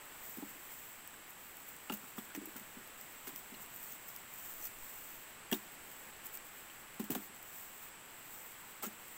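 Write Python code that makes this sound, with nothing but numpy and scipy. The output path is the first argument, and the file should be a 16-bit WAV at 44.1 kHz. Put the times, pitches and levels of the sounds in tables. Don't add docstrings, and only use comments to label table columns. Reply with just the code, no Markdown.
import sys
import numpy as np
from scipy import signal
from scipy.fft import rfft, irfft
from scipy.io import wavfile
from scipy.ndimage import uniform_filter1d

SR = 44100
rng = np.random.default_rng(int(sys.argv[2]) if len(sys.argv) > 2 else 0)


def to_linear_factor(level_db):
    exponent = np.asarray(level_db, float) / 20
    return 10 ** exponent


def master_out(mix):
    frames = np.transpose(np.atleast_2d(mix))
    ceiling = np.clip(frames, -1, 1)
    pcm = np.round(ceiling * 32767).astype(np.int16)
    wavfile.write(sys.argv[1], SR, pcm)


N = 404397
T = np.arange(N) / SR

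# (frequency [Hz], relative level [dB])
DULL_SPECTRUM = [(300, -12), (700, 3), (1400, -1.5), (3000, -3.5), (4500, -11), (8000, -14)]
# (time [s], mean rustle level [dB])
RESTLESSNESS = [(0, -62.5), (.3, -53), (.62, -59), (.9, -54.5), (1.2, -61), (1.45, -53.5), (1.9, -59.5),
                (2.35, -62.5), (2.8, -58), (3.2, -56), (3.6, -59.5), (4.15, -60), (4.5, -54), (4.9, -56),
                (5.45, -64), (5.65, -59), (6.8, -60), (7.05, -69), (7.6, -54), (8.05, -63), (8.45, -56),
                (8.85, -61), (9.17, -59)]


def unit(x):
    return x / np.sqrt(np.mean(x ** 2))


def colour(x, points):
    hz, db = np.transpose(points)
    f = np.fft.rfftfreq(N, 1 / SR) + 1
    gain = to_linear_factor(np.interp(np.log(f), np.log(hz), db))
    return unit(irfft(rfft(x) * gain, N))


def walk(rate):
    hold = int(SR / rate)
    steps = np.repeat(rng.standard_normal(N // hold + 1), hold)
    smooth = uniform_filter1d(uniform_filter1d(steps, hold), hold)
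    return unit(smooth[:N])


def add(out, s, piece):
    i = int(s * SR)
    out[i:i + len(piece)] += piece[:N - i]


def ring(hz, t60, push_s):
    t = T[:max(int(1.5 * t60 * SR), 256)]
    swelling = 1 - np.exp(-t / push_s)
    decay = np.exp(-np.log(1000) * t / t60)
    return np.sin(2 * np.pi * hz * t) * swelling * decay


def crackle(share, spread_db):
    size_db = np.minimum(spread_db * rng.exponential(size=N), 1.3 * spread_db)
    grains = (rng.random(N) < share) * to_linear_factor(size_db) * rng.standard_normal(N)
    return rng.standard_normal(N) + 0.96 * unit(grains)


def swell(rows, rise):
    power = np.zeros(N)
    for s, db, length in rows:
        side_s = length * np.where(T < s, rise, 1 - rise)
        power += to_linear_factor(db) ** 2 * np.exp(-2 * ((T - s) / side_s) ** 2)
    return power


def leaves():
    # (peak time [s], level [dB], length between 1/e points [s])
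    sweeps = [(.28, -54, 0.18), (.5, -53, 0.055), (.73, -54, .04), (.91, -58, .1), (1.3, -57, .08),
              (1.69, -53, 0.088), (2.08, -59, .1), (2.18, -52, 0.034), (2.25, -56, .02), (2.35, -56, .03),
              (2.42, -59, .02), (2.46, -49, .015), (2.49, -56, .02), (3.01, -56, 0.073), (3.28, -52, .05),
              (3.38, -51, 0.065), (3.625, -49, .04), (3.76, -51.5, 0.09), (3.84, -49.5, 0.097),
              (3.92, -49, 0.087), (4.09, -50.5, 0.034), (4.16, -55, .03), (4.34, -56, 0.044),
              (4.46, -51, .06), (4.65, -44, 0.053), (5.73, -56, .04), (5.91, -56, .05), (6.17, -59, .02),
              (6.26, -47.5, .04), (6.345, -49, .05), (6.47, -56, .07), (6.946, -57, .02),
              (7.24, -51.5, 0.078), (7.36, -56.5, 0.037), (7.85, -55, .08), (8.06, -58, .02),
              (8.26, -59, 0.028), (8.61, -59, .02), (8.71, -58, .06), (8.77, -59, .03), (8.93, -59, .02)]
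    # (time [s], level [dB], dull part relative to bright [dB])
    presses = [(.3716, -45, -10), (1.8963, -55, 17), (1.92, -34, 0.5), (1.9375, -35, -17),
               (2.18, -42.5, 0.5), (2.3486, -38, -1), (2.5631, -42, 1), (3.269, -36, 0.5),
               (5.5144, -26.5, -16), (5.524, -27.5, -2), (5.5424, -37, -9), (6.996, -36, 0),
               (7.0399, -40, -10), (7.103, -25.5, -9), (7.1174, -42, 2), (7.149, -29, -4),
               (8.8243, -31.5, -4), (8.831, -31, -5), (8.8547, -32, -10)]
    # (frequency [Hz], relative level [dB])
    bright_spectrum = [(2650, -40), (4500, -24), (6000, -17), (6800, -12.5), (7800, -5), (10000, -22),
                       (12500, -10), (14800, 3), (15800, -4), (16300, -14)]
    patchy_db, flicker_db, dull_share_db = 2.5, 0.5, -16.5
    press_rise_s, press_fade_s = 0.00076, 0.016

    bed = to_linear_factor(np.interp(T, *np.transpose(RESTLESSNESS)) + patchy_db * walk(9.5))
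    bright = np.sqrt(bed ** 2 + swell(sweeps, rise=.45)) * to_linear_factor(flicker_db * walk(30))
    dull = bright * to_linear_factor(dull_share_db)
    t = T[:8000]
    for s, db, dull_db in presses:
        press = to_linear_factor(db - 11.5) * (1 - np.exp(-t / press_rise_s)) * np.exp(-t / press_fade_s)
        add(bright, s, press)
        add(dull, s, press * to_linear_factor(dull_db))
    grains = crackle(share=.04, spread_db=2.2)
    return bright * colour(grains, bright_spectrum) + dull * colour(grains, DULL_SPECTRUM)


def insects():
    # (centre frequency [Hz], width at half amplitude [Hz], mean level [dB rms])
    choruses = [(7875, 1100, -61.5), (11270, 1140, -70.5)]
    f = np.fft.rfftfreq(N, 1 / SR)
    out = np.zeros(N)
    for hz, width, db in choruses:
        offset = np.abs((f - hz) / width * 2)
        band = irfft(rfft(rng.standard_normal(N)) / (1 + offset ** 3.6), N)
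        out += to_linear_factor(db + 0.59 * walk(3.23)) * unit(band)
    return out


def air():
    # (frequency [Hz], relative level [dB])
    hiss_spectrum = [(15, -7), (40, -16), (260, -11), (600, -13), (900, -10), (2000, -10.5), (2900, -13.5),
                     (3900, -20), (5300, -24.5), (7000, -23.5), (10000, -26.5), (12600, -26.5),
                     (14600, -27.5), (16000, -30)]
    level_db, swell_db = -56, .5
    hiss = colour(rng.standard_normal(N), hiss_spectrum)
    return to_linear_factor(level_db + swell_db * walk(1.31)) * hiss


def ticks():
    # (time [s], level [dB], low edge [kHz])
    loud_leaves = [(.2947, -38, 7.6), (.371, -36, 7), (.7178, -38, 7), (1.075, -31.5, 8.5),
                   (1.5688, -34, 7), (1.6013, -38, 7), (1.6876, -35, 8.8), (1.9375, -30, 7),
                   (1.9714, -36, 7), (2.173, -39, 6), (2.3486, -36, 4), (2.363, -39, 5), (2.4558, -32, 9.2),
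                   (2.5631, -38, 7), (2.5965, -35, 7), (3.0116, -33, 5.6), (3.3598, -28, 3.4),
                   (3.6032, -38, 7.6), (3.7604, -32, 9.8), (3.8277, -32, 9.9), (4.1619, -31.5, 4.5),
                   (4.3375, -35, 9.8), (4.6134, -33, 7), (4.6528, -28, 5.5), (4.669, -31, 4.2),
                   (4.9546, -36, 8), (5.5144, -31, 7), (6.2657, -30, 7.4), (6.339, -35, 7.6),
                   (6.3515, -32, 7.6), (6.3724, -31, 4.6), (6.995, -40, 6.5), (7.0399, -38, 6.4),
                   (7.1043, -24, 8.9), (7.1498, -35, 6.2), (7.4275, -36, 7), (8.8243, -37, 5.4),
                   (8.8315, -31, 5.2), (9.0813, -37, 4.3)]
    faint_count, faint_edge_khz = 24, 7.2
    faint_db, faint_spread_db = 18, 2.5
    rise_s, decay_s = 0.00022, 0.00068

    out = np.zeros(N)
    when, size = rng.random((faint_count, 2)).T
    when = when * T[-512]
    rustle_db = np.interp(when, *np.transpose(RESTLESSNESS))
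    levels_db = rustle_db + faint_db + faint_spread_db * (2 * size - 1)
    rows = list(loud_leaves) + [(s, db, faint_edge_khz) for s, db in zip(when, levels_db)]
    t = T[:256]
    envelope = (1 - np.exp(-t / rise_s)) * np.exp(-t / decay_s)
    microphone_ring = ring(14630, 0.011, .0002)[:256]
    for (s, db, khz), noise in zip(rows, rng.standard_normal((len(rows), 256))):
        edge_hz = np.clip(khz, 1, 15) * 1000
        high_pass = signal.butter(3, edge_hz, "high", fs=SR, output="sos")
        burst = signal.sosfilt(high_pass, noise * envelope)
        burst = burst / np.abs(burst).max()
        add(out, s + 0.00076, to_linear_factor(db) * (0.77 * burst + 0.66 * microphone_ring))
    return out


def thuds():
    # (time [s], level [dB], main pitch [Hz], upper shared rings relative level [dB])
    thud_rows = [(.371, -44, 304, -16), (.379, -37, 239, -21), (.424, -32, 288, -18),
                 (.555, -50.5, 288, -17), (1.901, -33, 265, -12), (1.924, -35.5, 208, -25),
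                 (2.032, -50, 246, -17), (2.181, -37, 232, -15), (2.351, -39.5, 307, -17),
                 (2.375, -33, 296, -24), (2.415, -41, 283, -10), (2.434, -47, 333, -14),
                 (2.473, -43.5, 320, -14), (2.557, -44, 256, -15), (2.607, -47.5, 217, -17),
                 (2.769, -43, 247, -14.5), (2.799, -52, 256, -10), (3.274, -44.5, 261, -8.5),
                 (3.33, -51, 283, -10), (3.521, -45, 251, -15), (5.522, -23.5, 240, -11),
                 (5.549, -42, 220, -14), (6.998, -27.5, 230, -15.5), (7.03, -36, 218, -28),
                 (7.1, -27.5, 275, -18), (7.108, -31, 120, -25), (7.112, -32.5, 260, -9.5),
                 (7.14, -41, 237, -8), (7.16, -32.5, 254, -14), (7.209, -49, 212, -10),
                 (7.292, -50, 195, -14), (8.834, -44, 242, -7.5), (8.867, -42.5, 212, -13)]
    # (frequency [Hz], relative level [dB], 60 dB decay time [s])
    shared_rings = [(211, 0, 0.21), (309, 0.5, 0.16), (378, 8.5, 0.077), (441, -5.5, 0.037),
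                    (768, -8, 0.058)]
    main_t60_s, deep_ring_db = .075, -12

    out = np.zeros(N)
    for s, db, hz, upper_db in thud_rows:
        add(out, s, to_linear_factor(db) * ring(hz, main_t60_s, push_s=0.0013))
        for k, (ring_hz, ring_db, ring_t60) in enumerate(shared_rings):
            share_db = upper_db if k else deep_ring_db
            add(out, s, to_linear_factor(db + ring_db + share_db) * ring(ring_hz, ring_t60, push_s=0.0036))
    wavering = out * to_linear_factor(1.94 * walk(90))
    high_pass = signal.butter(4, 178, "high", fs=SR, output="sos")
    return -signal.sosfilt(high_pass, wavering)


def snaps():
    # (time [s], level [dB], partial [Hz], crack relative level [dB])
    partials = [(.424, -41.5, 830, -20), (.69, -49, 1900, -10), (.705, -47, 2220, -8),
                (1.14, -47, 1600, -9), (1.897, -38, 2800, -8), (1.899, -35, 1360, -15),
                (1.900, -36, 846, -22), (1.900, -47, 3400, -20), (1.922, -38, 2840, -11),
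                (2.040, -47, 1300, -5), (2.180, -42, 1180, -8), (2.186, -46, 3400, -15),
                (2.302, -44, 1440, -3.5), (2.314, -48, 1500, -8), (2.349, -42, 5900, -15),
                (2.350, -39, 1830, -5.5), (2.559, -43.5, 1400, -5), (3.269, -46, 1280, -1.5),
                (3.541, -49, 2840, -3.5), (3.548, -50, 4150, -12), (3.920, -49, 6390, -25),
                (4.091, -52, 5300, -25), (4.395, -56, 6100, -25), (4.61, -50, 6130, -23),
                (4.623, -47, 6000, -25), (4.653, -39.5, 6000, -25), (5.515, -38, 1770, -10),
                (5.515, -39, 3220, -17), (5.526, -31.5, 2820, -10), (5.527, -29.5, 3290, -20),
                (5.527, -35, 715, -20), (5.528, -36, 5860, -20), (5.531, -42, 1145, -11),
                (5.542, -38, 3700, -14), (6.699, -46, 2880, -10), (6.997, -42, 1040, -4),
                (7.102, -39, 2900, -13), (7.103, -39, 755, -15), (7.149, -43.5, 3500, -15),
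                (7.150, -44, 1470, 1.5), (7.152, -35, 770, -17), (7.154, -40.5, 550, -20),
                (8.833, -33.5, 1290, -6.5), (8.836, -43, 490, -16), (8.845, -42, 1200, -7),
                (8.854, -40, 1370, -8.5), (8.866, -40, 6680, -20)]
    t60_at_1khz_s, damping = .046, 0.18

    out = np.zeros(N)
    crack = colour(rng.standard_normal(N), DULL_SPECTRUM)
    for s, db, hz, crack_db in partials:
        t60 = t60_at_1khz_s * (1000 / hz) ** damping
        add(out, s, to_linear_factor(db) * ring(hz, t60, push_s=0.00055))
        fade = np.exp(-np.log(1000) * T[:2000] / (0.65 * t60))
        add(out, s, to_linear_factor(db + crack_db) * fade * crack[int(s * SR):][:2000])
    return out * (0.8 + 0.52 * walk(900))


def wind():
    # (peak time [s], level [dB], length between 1/e points [s])
    gusts = [(4.58, -64, 0.33), (4.805, -52, 0.085), (5.04, -68, .1), (5.18, -64, .12)]
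    spectrum = [(8, -1), (20, -2), (40, -14), (100, -43), (200, -90)]  # (frequency [Hz], level [dB])
    rumble = colour(rng.standard_normal(N), spectrum)
    return np.sqrt(swell(gusts, rise=.55)) * rumble


def scene():
    mix = leaves() + insects() + air() + ticks() + thuds() + snaps() + wind()
    return np.tile(mix, (2, 1))


def low_pass(x):
    return signal.sosfilt(signal.butter(12, 16810, fs=SR, output="sos"), x)


def record(dry):
    gain = np.where(np.fft.rfftfreq(N, 1 / SR) < 15780, 1, to_linear_factor(-46))
    mix = irfft(rfft(dry) * gain, N)
    return low_pass(mix)


dry = scene()
out = record(dry)
master_out(out)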